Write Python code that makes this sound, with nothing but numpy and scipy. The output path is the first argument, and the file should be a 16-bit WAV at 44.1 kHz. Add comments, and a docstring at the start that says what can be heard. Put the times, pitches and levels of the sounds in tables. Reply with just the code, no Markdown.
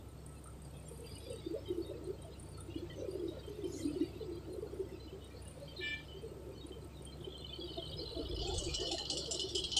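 """An open earth site on a phone microphone. Throughout: a six-cylinder diesel (low tone, noise-struck valve
resonances), excavator drone and hums (unsteady sines), far noise, and brief narrow-band bursts, low and high,
that flicker in and out. A thin whine lasts the first 2 s; an air puff (shaped noise) comes at 3.6 s, a horn
toot (harmonics) at 5.8 s. From 7 s a truck pulls away: a falling low note, noise rumble and a growing rattle of
loose steel, with bangs from 8.4 s (flaring noise coloured by panel resonances)."""
import sys
import numpy as np
from scipy import signal
from scipy.fft import rfft, irfft, next_fast_len
from scipy.io import wavfile
from scipy.ndimage import uniform_filter1d, map_coordinates

SR = 44100
rng = np.random.default_rng(int(sys.argv[2]) if len(sys.argv) > 2 else 0)


def digitize_waveform(pressure):
    """Quantize a signal to 16-bit integers and store it at the path in sys.argv[1].

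    Rows of a 2-D input are taken as channels; values are limited to [-1, 1].
    """
    field = np.atleast_2d(pressure).T
    bounded = np.clip(field, -1, 1)
    quanta = np.round(bounded * 32767).astype(np.int16)
    wavfile.write(sys.argv[1], SR, quanta)


N = 431738
T = np.arange(N) / SR  # [s]

# Diesel
FIRING_HZ, FIRST_FIRING_S = 33.735, .2316
# relative tick strength of each cylinder in turn (strength [dB])
CYLINDER_TICK_DB = [-11.5, -4, -5, -13, -7.5, -9]
# tick levels: (time [s], valve level [dB], thin ring level [dB])
TICK_LEVELS = [(0.0, -76, -82), (0.54, -71, -86), (1.1, -69.5, -83), (1.8, -72, -77), (2.13, -76, -83),
               (2.5, -64, -85), (2.81, -79.5, -85), (3.6, -76.5, -83), (3.81, -75, -80), (4.0, -77, -84),
               (4.63, -74, -77), (5.15, -79.5, -88), (5.54, -74, -84), (6.22, -82.5, -88),
               (8.07, -78.5, -94), (8.4, -75, -88)]
# valve gear resonances: (frequency [Hz], relative level [dB], t60 [s])
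VALVE_MODES = [(8330, 3, 0.019), (8700, -3, 0.034), (9264, -3.5, 0.078), (9600, -3, .03),
               (10100, -11, 0.024)]
# thinner ring above them: (frequency [Hz], relative level [dB], t60 [s])
RING_MODES = [(10600, -10, .04), (11000, -6, .05), (11550, 0, .08), (12080, -2, .04), (12550, -10, .04)]
# ticks that stand out: (time [s], peak [dB])
HARD_TICKS = [(0.2613, -46.5), (0.4399, -45), (0.6185, -52), (0.6479, -59), (0.7991, -68), (0.8834, -41.5),
              (1.1533, -62), (1.1827, -51.5), (1.3004, -46), (1.3314, -55), (1.3608, -60), (1.8632, -57),
              (2.0408, -54), (2.2179, -57), (2.3955, -48), (2.4244, -55), (2.5726, -46.5), (2.602, -48),
              (3.1103, -62), (3.6421, -59), (3.8496, -50), (4.5296, -53), (5.242, -57), (5.4201, -58),
              (5.449, -57), (5.4779, -41), (6.0392, -56), (6.2178, -51), (6.6628, -47.5), (7.0199, -57),
              (7.0494, -46), (7.3786, -56)]
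HARD_T60_S, HARD_CREST_DB = 0.21, 14  # crest: peak over rms
TICK_WAVER_DB, TICK_WAVER_KNOTS_PER_S = 4, 6

# Brief narrow-band bursts
# loudest low bursts: (time [s], length [s], frequency [Hz], level [dB])
LOW_BURSTS = [(0.91, 0.021, 463, -48.5), (0.992, 0.083, 465, -51), (1.264, 0.12, 511, -48),
              (1.307, 0.1, 458, -51), (1.462, 0.026, 348, -39.5), (1.506, 0.03, 353, -39),
              (1.534, 0.03, 434, -38.5), (1.548, 0.042, 622, -48.5), (1.55, 0.092, 553, -48),
              (1.701, 0.013, 351, -34.5), (1.729, 0.022, 359, -39.5), (1.76, 0.079, 441, -49),
              (1.777, 0.016, 337.5, -37), (1.799, 0.024, 359, -37.5), (1.847, 0.02, 376, -46),
              (1.908, 0.034, 582, -48.5), (1.935, 0.018, 340, -50), (1.946, 0.05, 481, -49.5),
              (2.024, 0.02, 348, -42.5), (2.072, 0.066, 395, -39.5), (2.245, 0.045, 659, -54),
              (2.685, 0.02, 314, -44.5), (2.759, 0.015, 315, -34.5), (2.823, 0.018, 346, -42),
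              (2.968, 0.106, 545, -51.5), (3.004, 0.037, 495.5, -47.5), (3.024, 0.018, 446, -37.5),
              (3.046, 0.017, 535, -40.5), (3.082, 0.016, 364, -38.5), (3.138, 0.037, 376, -38),
              (3.196, 0.018, 380, -38), (3.234, 0.018, 353, -38), (3.258, 0.076, 347, -43),
              (3.314, 0.027, 605, -52.5), (3.473, 0.11, 426, -46.5), (3.585, 0.018, 386, -42),
              (3.621, 0.04, 387, -43.5), (3.637, 0.017, 347, -35), (3.659, 0.036, 375, -45),
              (3.733, 0.064, 327, -57), (3.746, 0.028, 320, -43), (3.828, 0.18, 282, -43),
              (3.834, 0.13, 302.4, -37.5), (3.958, 0.17, 353.7, -41.5), (4.004, 0.018, 314, -31.5),
              (4.205, 0.062, 448, -43.5), (4.279, 0.015, 358, -43), (4.313, 0.11, 346, -45.5),
              (4.482, 0.026, 390, -51), (4.546, 0.022, 401, -50), (4.581, 0.031, 362, -42),
              (4.624, 0.016, 444, -39.5), (4.736, 0.022, 385, -43.5), (4.794, 0.017, 379, -34.5),
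              (4.926, 0.015, 345, -37.5), (5.124, 0.026, 363.4, -47.5), (5.154, 0.032, 393, -46),
              (5.344, 0.02, 470, -51), (5.607, 0.055, 566, -49), (5.778, 0.057, 361, -46),
              (6.142, 0.061, 389, -50), (6.225, 0.06, 446, -45.5), (6.457, 0.11, 376, -53),
              (6.755, 0.041, 454, -49), (7.004, 0.022, 355, -52), (7.194, 0.024, 371, -48.5),
              (7.274, 0.018, 381, -39.5), (7.585, 0.023, 349, -45.5), (7.636, 0.028, 349, -42),
              (7.774, 0.014, 660, -42.5), (7.777, 0.029, 347, -42.5), (7.994, 0.031, 477, -44),
              (8.026, 0.024, 446, -46.5), (8.151, 0.12, 658, -49.5), (8.168, 0.02, 362, -38.5),
              (8.187, 0.047, 450, -43), (8.196, 0.03, 323, -42), (8.248, 0.02, 382, -46),
              (8.294, 0.018, 378, -42.5), (8.374, 0.053, 340, -45.5), (8.425, 0.025, 702, -46.5),
              (8.453, 0.15, 770, -52.5), (8.486, 0.026, 404, -38), (8.495, 0.029, 704, -53),
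              (8.511, 0.019, 854, -49.5), (8.526, 0.038, 360, -44), (8.61, 0.045, 562, -50.5),
              (8.651, 0.068, 354, -43.5), (8.797, 0.016, 350, -44), (8.8, 0.095, 682, -50.5),
              (8.857, 0.07, 352, -46), (8.906, 0.026, 672, -47.5), (8.914, 0.064, 770, -48),
              (8.943, 0.013, 664, -41.5), (8.984, 0.059, 820, -52), (9.105, 0.037, 784, -51),
              (9.164, 0.034, 359, -48), (9.186, 0.017, 393, -43), (9.278, 0.016, 445, -45),
              (9.305, 0.034, 654, -48.5), (9.349, 0.024, 616, -48), (9.388, 0.035, 376, -48),
              (9.44, 0.024, 365, -39), (9.541, 0.14, 359, -48.5), (9.553, 0.044, 389, -44.5),
              (9.766, 0.041, 786, -47)]
# loudest narrow high bursts: (time [s], length [s], frequency [Hz], level [dB])
HIGH_BURSTS = [(0.458, 0.038, 1293, -58), (0.85, 0.044, 7400, -65), (1.045, 0.05, 3080, -66),
               (1.061, 0.017, 4760, -56), (1.068, 0.062, 3410, -65), (1.111, 0.027, 4850, -60),
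               (1.14, 0.045, 4850, -62), (1.203, 0.075, 5000, -67), (1.247, 0.044, 3420, -62),
               (1.251, 0.022, 4750, -59), (1.287, 0.052, 3770, -63.5), (1.295, 0.06, 4830, -65),
               (1.31, 0.05, 3000, -66), (1.335, 0.04, 4550, -66), (1.435, 0.024, 4680, -64),
               (1.475, 0.05, 4630, -66), (1.658, 0.052, 3150, -57), (1.674, 0.031, 3780, -59),
               (1.821, 0.02, 4480, -58), (1.847, 0.025, 3740, -60), (1.877, 0.024, 3730, -61),
               (2.542, 0.039, 4400, -63), (2.578, 0.069, 1326, -61), (2.699, 0.017, 2780, -60.5),
               (2.743, 0.017, 2910, -58), (2.897, 0.024, 3120, -56), (2.897, 0.055, 1940, -60),
               (2.959, 0.094, 6120, -66.5), (2.988, 0.03, 5630, -68), (3.28, 0.024, 3790, -56),
               (3.388, 0.029, 3800, -62.5), (3.43, 0.04, 3150, -64), (3.47, 0.025, 3110, -59.5),
               (3.639, 0.016, 3100, -57), (3.721, 0.067, 6880, -59), (3.73, 0.096, 6470, -62),
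               (3.736, 0.03, 4100, -62), (3.76, 0.18, 8840, -68), (3.761, 0.07, 7020, -60),
               (3.771, 0.049, 8480, -63), (3.789, 0.029, 3200, -61.5), (3.819, 0.05, 8760, -64),
               (3.821, 0.029, 4130, -60), (3.847, 0.024, 4830, -63), (3.85, 0.14, 4860, -67),
               (3.869, 0.035, 8880, -62), (3.968, 0.026, 4470, -62), (4.001, 0.06, 3820, -62.5),
               (4.011, 0.053, 1950, -66), (4.017, 0.078, 2860, -64), (4.198, 0.043, 4090, -64),
               (4.999, 0.1, 4050, -64), (5.074, 0.04, 2970, -63), (5.208, 0.083, 3000, -65.5),
               (5.459, 0.018, 2850, -62.5), (5.62, 0.03, 4240, -65), (5.679, 0.025, 3180, -56.5),
               (5.707, 0.028, 3090, -60), (5.762, 0.015, 4150, -50.5), (5.774, 0.12, 3750, -55),
               (5.793, 0.0044, 4080, -50), (6.082, 0.04, 3040, -57.5), (6.118, 0.026, 3000, -56.5),
               (6.156, 0.11, 3110, -65), (6.575, 0.048, 4360, -63.5), (6.61, 0.045, 3780, -58),
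               (6.72, 0.021, 3100, -55.5), (6.966, 0.037, 3720, -64), (7.061, 0.025, 3170, -56.5),
               (7.121, 0.018, 4120, -57), (7.499, 0.048, 2500, -65), (8.472, 0.022, 2570, -53.5),
               (8.68, 0.024, 2460, -49.5), (8.732, 0.032, 2410, -61), (8.782, 0.1, 1830, -62.5),
               (8.898, 0.038, 2570, -57.5), (8.979, 0.031, 1830, -57), (9.763, 0.024, 2670, -52)]
# spectrum of fainter low bursts: (frequency [Hz], relative density [dB/Hz])
MURMUR_SPECTRUM = [(200, -74), (270, -3), (350, 6), (450, -2.5), (600, -9.5), (850, -25), (1400, -23.5),
                   (1700, -52)]
# fainter low bursts: (time [s], lower band level [dB], upper band level [dB])
MURMUR_LEVELS = [(0.0, -70, -83), (0.46, -81, -71), (1.36, -57, -70), (1.96, -50.5, -62),
                 (2.21, -56, -66.5), (2.7, -60, -67), (3.02, -50.5, -61), (3.19, -45.5, -60),
                 (3.52, -55, -62), (3.84, -47, -61), (4.28, -56.5, -65.5), (4.74, -52, -58.5),
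                 (4.96, -58, -67), (6.19, -60, -67), (6.38, -50, -65), (7.03, -61, -67.5),
                 (7.96, -56.5, -58.5), (8.31, -52, -57), (8.89, -54.5, -56), (9.79, -55, -61.5)]
MURMUR_SPLIT_HZ = 474
# spectrum of fainter high bursts: (frequency [Hz], relative density [dB/Hz])
CHATTER_SPECTRUM = [(1500, -27), (1900, -6), (3000, -3), (4800, -3.5), (5600, -17), (6500, -19),
                    (7000, -44)]
# fainter high bursts: (time [s], level [dB])
CHATTER_LEVELS = [(0.0, -74), (0.65, -72.5), (1.06, -64.5), (1.22, -62), (2.11, -68), (2.6, -68.5),
                  (2.74, -63.5), (3.19, -64.5), (4.0, -60.5), (4.27, -65), (4.51, -69.5), (5.59, -64.5),
                  (5.88, -59), (6.34, -70.5), (7.08, -66.5), (7.3, -70)]

# Leaving truck
# engine note: (time [s], frequency [Hz], level [dB])
PULL_NOTE = [(6.6, 53.1, -81), (7.5, 56.97, -77), (8.1, 57.03, -56), (8.35, 55.6, -47), (8.62, 50.9, -52),
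             (8.95, 44, -61), (9.15, 44.2, -78), (9.3, 45, -120)]
# rumble: (time [s], level [dB])
RUMBLE_LEVELS = [(7.4, -92), (7.9, -55.5), (8.35, -44), (8.7, -41), (8.9, -53.5), (9.1, -71), (9.75, -54)]
# rumble spectrum: (frequency [Hz], relative density [dB/Hz])
RUMBLE_SPECTRUM = [(12, -30), (30, -8), (50, -2), (80, 0), (110, -3), (150, -8), (200, -22), (300, -60)]
# steady rattle, before throb and waver: (time [s], nominal level [dB])
RATTLE_LEVELS = [(6.9, -100), (7.0, -73), (7.3, -55), (7.67, -48), (8.46, -47.5), (8.79, -42),
                 (9.05, -50.5), (9.43, -54), (9.79, -47)]
# top of the rattle's spectrum: (time [s], frequency [Hz])
RATTLE_REACH = [(7, 3500), (7.45, 4530), (8.36, 5550), (8.48, 8600), (8.59, 9800), (8.7, 8700),
                (8.85, 8900), (8.9, 11600), (9.8, 11900)]
# bangs of the steel: (time [s], nominal peak [dB], nominal treble relative to peak [dB])
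BANGS = [(8.3629, -38, -30), (8.3908, -35, -32), (8.4168, -31, -15), (8.4732, -37.5, 2), (8.541, -31, -7),
         (8.581, -27.5, -0.5), (8.637, -33, 1), (8.6916, -38, -2), (8.742, -23, -8.5), (8.803, -28.5, -5.5),
         (8.8702, -28, -13), (8.9155, -20.5, -12.5), (8.9394, -31, -8), (8.983, -25, -13),
         (9.054, -25, -36), (9.1005, -18.5, -14.5), (9.1294, -32.5, -6), (9.172, -23, -7.5),
         (9.2584, -29, -17), (9.3114, -21, -6.5), (9.344, -27.5, -5), (9.396, -21, -11), (9.4893, -30, -11),
         (9.551, -19, -10), (9.5794, -26.5, -10), (9.64, -20, -19), (9.7183, -22, -23),
         (9.7678, -14, -11.5)]
# colour of the steel: (frequency [Hz], relative density [dB/Hz])
STEEL_SPECTRUM = [(2300, -55), (2650, -16.5), (2850, -2.5), (3250, -2.5), (3750, -9), (4400, -4),
                  (5000, -6), (5750, -8.5), (6150, -15), (7400, -15.5), (8800, -23.5), (9600, -24),
                  (10500, -32), (12200, -42), (13000, -70)]
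# panel resonances, gain before scaling: (frequency [Hz], width [Hz], nominal gain [dB])
PANELS = [(3010, 160, 9), (3280, 140, 5), (3480, 130, 6), (3800, 130, 5), (4130, 170, 8), (4400, 120, 5),
          (4670, 140, 6), (5080, 150, 6), (5500, 150, 5), (6660, 150, 6), (7240, 160, 6), (7600, 150, 6),
          (7970, 150, 6), (8320, 130, 6), (8810, 130, 6)]
# loudest single panels in the early rattle: (time [s], peak [dB], frequency [Hz])
LOUD_CHIRPS = [(7.239, -53, 3070), (7.3211, -49.5, 3470), (7.351, -46.5, 3130), (7.4123, -49, 3540),
               (7.4464, -42.5, 3050), (7.4932, -43.5, 3470), (7.526, -45, 3060), (7.5585, -45.5, 3090),
               (7.61, -42, 3330), (7.6824, -45, 3060), (7.778, -42, 3610), (7.8189, -48, 3100),
               (7.8573, -48, 4230), (7.89, -47, 3010), (7.9327, -43, 3770), (7.991, -43, 4160),
               (8.0349, -48, 4640), (8.0559, -45, 4130), (8.075, -44, 4090), (8.0943, -39, 4000),
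               (8.1322, -44.5, 4000), (8.1537, -48, 4270), (8.1732, -42, 4050), (8.253, -46.5, 3000),
               (8.3627, -42, 2980), (8.3917, -42, 3000)]
SHAKE_HZ, SHAKE_PHASE_S, THROBS_END_S = 50.8, 7.781, 8.4  # phase: time of one throb
CHIRP_S, CHIRP_TOP_DB, CHIRP_SPREAD_DB = 0.0083, -1, 9  # top: over the steady rattle; spread: downwards
CRACK_DB, CRACK_T60_S = -16, 0.036  # relative to the bang's nominal peak

# Horn
HORN_HZ = 293.8
# harmonics before swell and raggedness: (multiple of fundamental, nominal level [dB])
HORN_HARMONICS = [(6, -43), (7, -66), (8, -40), (9, -61), (10, -47), (11, -55), (12, -52), (14, -61),
                  (18, -62), (26, -63)]
# toot envelope, as applied to multiple 7: (time [s], level [dB])
TOOT_SWELL = [(5.79, -57), (5.812, -8), (5.84, -0.5), (5.94, -1), (5.965, -9.5), (6.0, -11.5), (6.06, -38)]

# Air puff
HISS_S, HISS_RISE_S, HISS_HOLD_S, HISS_FALL_S, HISS_DB = 3.64, 0.095, .08, 0.044, -61
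# puff spectrum: (frequency [Hz], relative density [dB/Hz])
HISS_SPECTRUM = [(3500, -40), (4500, -6), (6500, 0), (9000, -8), (11500, -4), (12800, -9), (13500, -40)]

# Background machines
# excavator firing note: (time [s], frequency [Hz], level [dB])
EXCAVATOR_NOTE = [(0, 97, -69), (.7, 97.5, -63), (1.9, 97.7, -54.5), (2.3, 95, -59.5), (2.6, 97, -52),
                  (3.3, 96, -57), (4.2, 97.5, -56.5), (4.9, 97, -62), (5.2, 95, -61), (7.2, 95, -66),
                  (9.8, 95, -66)]
# thin whine: (time [s], frequency [Hz], level [dB])
WHINE = [(0, 11460, -88), (.6, 11400, -85), (1.15, 11560, -73), (1.42, 11500, -83), (1.9, 11300, -83),
         (2.05, 11280, -110)]
# hums: (frequency [Hz], level [dB])
HUMS = [(150, -63), (291, -73), (448, -72), (899, -77), (1303, -80)]
# far machine noise: (frequency [Hz], relative density [dB/Hz])
FAR_SPECTRUM = [(15, -33), (30, -11.5), (55, -9.5), (120, 0), (165, -6), (220, -8.5), (360, -10),
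                (560, -14.5), (800, -20.5), (1350, -25.5), (1600, -29.5), (4500, -36), (6350, -38.5),
                (8200, -32.5), (10500, -70.5), (12500, -62), (12900, -36.5), (15600, -44.5)]

BAND_LIMIT_HZ = 15520


def amp(db):
    """Amplitude ratio of a level."""
    return 10 ** (np.asarray(db) / 20)


def power(db):
    """Power ratio of a level."""
    return amp(2 * np.asarray(db))


def unit(x):
    """x scaled to rms 1."""
    return x / np.sqrt(np.mean(x ** 2) + 1e-20)


def along(points, hz):
    """Interpolate (Hz, value) points on a log axis."""
    f, v = np.transpose(points)
    return np.interp(np.log(hz + 1), np.log(f + 1), v)


def curves(rows):
    """One value per sample for each column after the time."""
    s, *cols = np.transpose(rows)
    return [np.interp(T, s, c) for c in cols]


def wobble(knots_per_s):
    """A smooth random curve through normally distributed knots."""
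    return map_coordinates(rng.standard_normal(int(N * knots_per_s / SR) + 4), [T * knots_per_s])


def filtered(x, response):
    """x times a response of frequency."""
    m = next_fast_len(N + SR // 2)
    return irfft(rfft(x, m) * response(np.fft.rfftfreq(m, 1 / SR)), m)[:N]


def flicker(spectrum, patchy_db, flare_db, rare, shape=None, size=512, frames=9):
    """Noise, rms 1 before shape, whose narrow bands waver and flare where a random field passes rare."""
    noise = filtered(rng.standard_normal(N), lambda f: amp(along(spectrum, f)))
    overlap = 3 * size // 4
    hz, t, z = signal.stft(noise, SR, nperseg=size, noverlap=overlap)
    field = uniform_filter1d(rng.standard_normal(z.shape), size=3, axis=0)
    field = unit(uniform_filter1d(field, size=frames, axis=1))
    flare = np.tanh(3 * np.clip(field - rare, 0, 9))
    z = z * amp(patchy_db * field + flare_db * flare)
    mean_square = np.mean(abs(z) ** 2, axis=1).sum() * 4 / 3  # Hann window correction
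    if shape:
        z = z * shape(hz[:, None], t)
    return signal.istft(z, SR, nperseg=size, noverlap=overlap)[1][:N] / np.sqrt(mean_square)


def tone(hz, db, waver_db, drift_rad):
    """A sine at rms level db, with random waver in level and phase."""
    phase = 2 * np.pi * np.cumsum(hz * np.ones(N)) / SR + drift_rad * wobble(8)
    return np.sqrt(2) * amp(db + waver_db * wobble(12)) * np.sin(phase)


def struck(blows, modes):
    """Decaying resonances, each excited by its own noise under the blows."""
    t = np.arange(SR // 6) / SR
    out = np.zeros(N)
    for hz, db, t60 in modes:
        force = blows * amp(3.1 * wobble(25) + 5.3 * wobble(6.5)) * rng.standard_normal(N)
        ringing = amp(db - 60 * t / t60) * np.sin(2 * np.pi * hz * t)
        out += signal.fftconvolve(force, ringing)[:N]
    return out


def even(x):
    """x divided by its running quarter-second rms."""
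    return x / np.sqrt(np.abs(uniform_filter1d(x * x, SR // 4)) + 1e-12)


def bursts(rows, width_hz, rise_s, fall_s, clean):
    """Narrow-band sounds, part sine, part modulated noise: a fast rise, a hold, an exponential fall."""
    out, t = np.zeros(N + SR), np.arange(SR // 3) / SR
    for s, length_s, hz, db in rows:
        knots = rng.standard_normal((2, 200))
        real, imag = [map_coordinates(c, [np.clip(t * width_hz, 0, 198)]) for c in knots]
        carrier = (clean + (1 - clean) * (real + 1j * imag)) * np.exp(2j * np.pi * hz * t)
        carrier = carrier.real
        rise = np.sin(np.pi / 2 * np.clip(t / rise_s, 0, 1)) ** 2
        fall = np.exp(-np.clip(t - 0.62 * length_s, 0, 9) / fall_s)
        held_rms = np.sqrt(np.mean(carrier[:int(length_s * SR) + 50] ** 2))
        start = max(round((s - rise_s / 2) * SR), 0)
        out[start:start + len(t)] += amp(db) * rise * fall * carrier / held_rms
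    return out[:N]


def idling_diesel():
    """Exhaust note at twice the firing rate; each firing scrapes the resonant valve gear, some far harder."""
    k = np.arange(-7, int(N / SR * FIRING_HZ) - 8)
    firings = np.zeros(N)
    at = np.round((FIRST_FIRING_S + k / FIRING_HZ) * SR).astype(int)
    firings[at] = amp(np.array(CYLINDER_TICK_DB)[k % 6])
    # short scrapes over a steady floor
    blows = 0.12 + signal.fftconvolve(firings, signal.windows.hann(SR // 150))[:N]
    valve_db, ring_db = curves(TICK_LEVELS)
    waver = amp(TICK_WAVER_DB * wobble(TICK_WAVER_KNOTS_PER_S))  # the tick level wavers at random
    hard = np.zeros(N)
    for s, peak_db in HARD_TICKS:
        decay = amp(peak_db - HARD_CREST_DB - 60 * np.clip(T - s, 0, 9) / HARD_T60_S)
        hard += decay * np.clip((T - s) / .003 + 1, 0, 1)
    valves = (waver * amp(valve_db) + hard) * even(struck(blows, VALVE_MODES))
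    ring = waver * amp(ring_db) * even(struck(blows, RING_MODES))
    return valves + ring + tone(2 * FIRING_HZ, -55.5, 1.2, .2)


def narrow_bursts():
    """Brief narrow-band bursts, low and high, with fainter randomly flaring ones made of noise."""
    murmur = flicker(MURMUR_SPECTRUM, 1.4, 12.1, 0.94, size=1024, frames=7)
    lower = filtered(murmur, lambda f: 1 / (1 + (f / MURMUR_SPLIT_HZ) ** 12))
    lower_db, upper_db = curves(MURMUR_LEVELS)
    faint_low = amp(lower_db) * unit(lower) + amp(upper_db) * unit(murmur - lower)
    chatter = flicker(CHATTER_SPECTRUM, 1.3, 19, 1.61, size=768, frames=13)
    faint_high = amp(curves(CHATTER_LEVELS)[0]) * chatter
    loud_low = bursts(LOW_BURSTS, 74.8, 0.01339, 0.018, 0.4)
    loud_high = bursts(HIGH_BURSTS, 170, .003, 0.022, 0.5)
    return loud_low + loud_high + faint_low + faint_high


def leaving_truck():
    """Falling engine note with a tone at 1.5 times it, rumble noise and loose steel."""
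    hz, db = curves(PULL_NOTE)
    note = tone(hz, db, 1.2, .2) + tone(1.5 * hz, db - 3, 2.5, .4)
    rumble = amp(curves(RUMBLE_LEVELS)[0] + 3 * wobble(6.3)) * flicker(RUMBLE_SPECTRUM, 6.4, 0, 9)
    return note + rumble + steel_rattle() + cracks() + panel_chirps()


def steel_rattle():
    """Flaring noise through panel resonances; a throbbing steady part and decaying bangs set its power."""
    def reach(f, t):
        return 1 / (1 + (f / np.interp(t, *np.transpose(RATTLE_REACH))) ** 30)

    def panels(f):
        gain_db = sum(1.31 * g * np.exp(-2 * ((f - c) / w) ** 2) for c, w, g in PANELS)
        return amp(gain_db - 9)

    steel = filtered(flicker(STEEL_SPECTRUM, 2.7, 6.9, 0.37, reach, frames=25), panels)
    shake_db = 4.0 * np.cos(2 * np.pi * (T - SHAKE_PHASE_S) * SHAKE_HZ) - 5
    shake_db *= np.clip((THROBS_END_S - T) / 0.046, 0, 1)
    low_power = power(0.99 * (curves(RATTLE_LEVELS)[0] + shake_db + 1.96 * wobble(50)))
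    high_power = low_power * power(-16)
    for at, peak_db, treble_db in BANGS:
        u = np.clip(T - at + .003, 0, 9)
        rise = (1 - np.exp(-u / 0.0041)) ** 2
        ring = power(-60 * u / 0.11) + power(-10.5 - 60 * u / 0.67)  # short and long t60
        low_power += power(peak_db - 7.5) * ring * rise
        high_power += power(peak_db + treble_db - 5 - 60 * u / 0.15) * rise
    body = filtered(steel, lambda f: 1 / (1 + (f / 6000) ** 16))
    return np.sqrt(low_power) * body + amp(15.5) * np.sqrt(high_power) * (steel - body)


def cracks():
    """The sharp first contact of every bang: noise with a sub-millisecond rise and a fast decay."""
    shape = np.zeros(N)
    for s, peak_db, _ in BANGS:
        decay = amp(peak_db + CRACK_DB - 60 * np.clip(T - s, 0, 9) / CRACK_T60_S)
        shape += decay * np.clip((T - s) / 0.00078 + 1, 0, 1)
    return shape * flicker(STEEL_SPECTRUM[:10] + [(8000, -60)], 0.92, 0, 9)


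def panel_chirps():
    """Each throb of the early rattle rings one random panel within its reach; the loudest are listed."""
    k = np.arange(-29, int((THROBS_END_S - SHAKE_PHASE_S) * SHAKE_HZ))
    at = SHAKE_PHASE_S + k / SHAKE_HZ
    pick, early, drop = rng.random((len(at), 3)).T
    panel_hz = np.transpose(PANELS)[0]
    within = np.searchsorted(panel_hz, np.interp(at, *np.transpose(RATTLE_REACH)))
    hz = panel_hz[(pick * within).astype(int)]
    db = np.interp(at, *np.transpose(RATTLE_LEVELS)) + CHIRP_TOP_DB - CHIRP_SPREAD_DB * drop
    faint = zip(at - 0.0094 * early, np.full(len(at), CHIRP_S), hz, db)
    loud = [(s, CHIRP_S, f, peak_db - 10 * np.log10(2)) for s, peak_db, f in LOUD_CHIRPS]  # peak to rms
    return bursts([*faint, *loud], 154, 0.0064, 0.014, 0.51)


def horn():
    """Harmonics, the high ones swelling late and dying early, with band noise and a ragged tail."""
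    s, db = np.transpose(TOOT_SWELL)
    swell_db = np.interp(T, s, db, -120, -120)
    ragged_db = 3.9 + 9 * np.clip((T - 5.94) / 0.025, 0, 1)
    notes = np.zeros(N)
    for k, level_db in HORN_HARMONICS:
        note_db = level_db + swell_db * (k / 7) ** 0.53 - ragged_db * abs(wobble(60))
        notes += tone(k * HORN_HZ, note_db, 1.3, .12 * k)
    noise_db = 0.36 * swell_db - 54.5 - 60 * (swell_db < -60)
    return notes + amp(noise_db) * flicker([(2500, -42), (2900, 11), (4200, -6), (4600, -33)], 2.3, 0, 9)


def air_puff():
    """A short streaky hiss: flaring noise that swells, holds and dies."""
    u = T - HISS_S
    rise = np.clip(u / HISS_RISE_S, 0, 1)
    fall = np.exp(-np.clip(u - HISS_RISE_S - HISS_HOLD_S, 0, 9) / HISS_FALL_S)
    return amp(HISS_DB) * rise * fall * flicker(HISS_SPECTRUM, 3, 9, .6, frames=25)


def machines():
    """Excavator note, thin whine and hums as unsteady sines, over wavering far noise."""
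    excavator = tone(*curves(EXCAVATOR_NOTE), 1.6, 0.34)
    whine = tone(*curves(WHINE), 3.7, 7)
    hums = sum(tone(hz, db, 3.5, .9) for hz, db in HUMS)
    far_noise = amp(-54.5) * flicker(FAR_SPECTRUM, 0.97, 0, 9)
    return excavator + whine + hums + far_noise


def scene():
    """Sum of all sources, one channel."""
    return (idling_diesel() + narrow_bursts() + leaving_truck() + horn() + air_puff() + machines())[None]


def record(dry):
    """The phone keeps nothing above its band limit."""
    return filtered(dry[0], lambda hz: hz < BAND_LIMIT_HZ)[None]


dry = scene()
out = record(dry)
digitize_waveform(out)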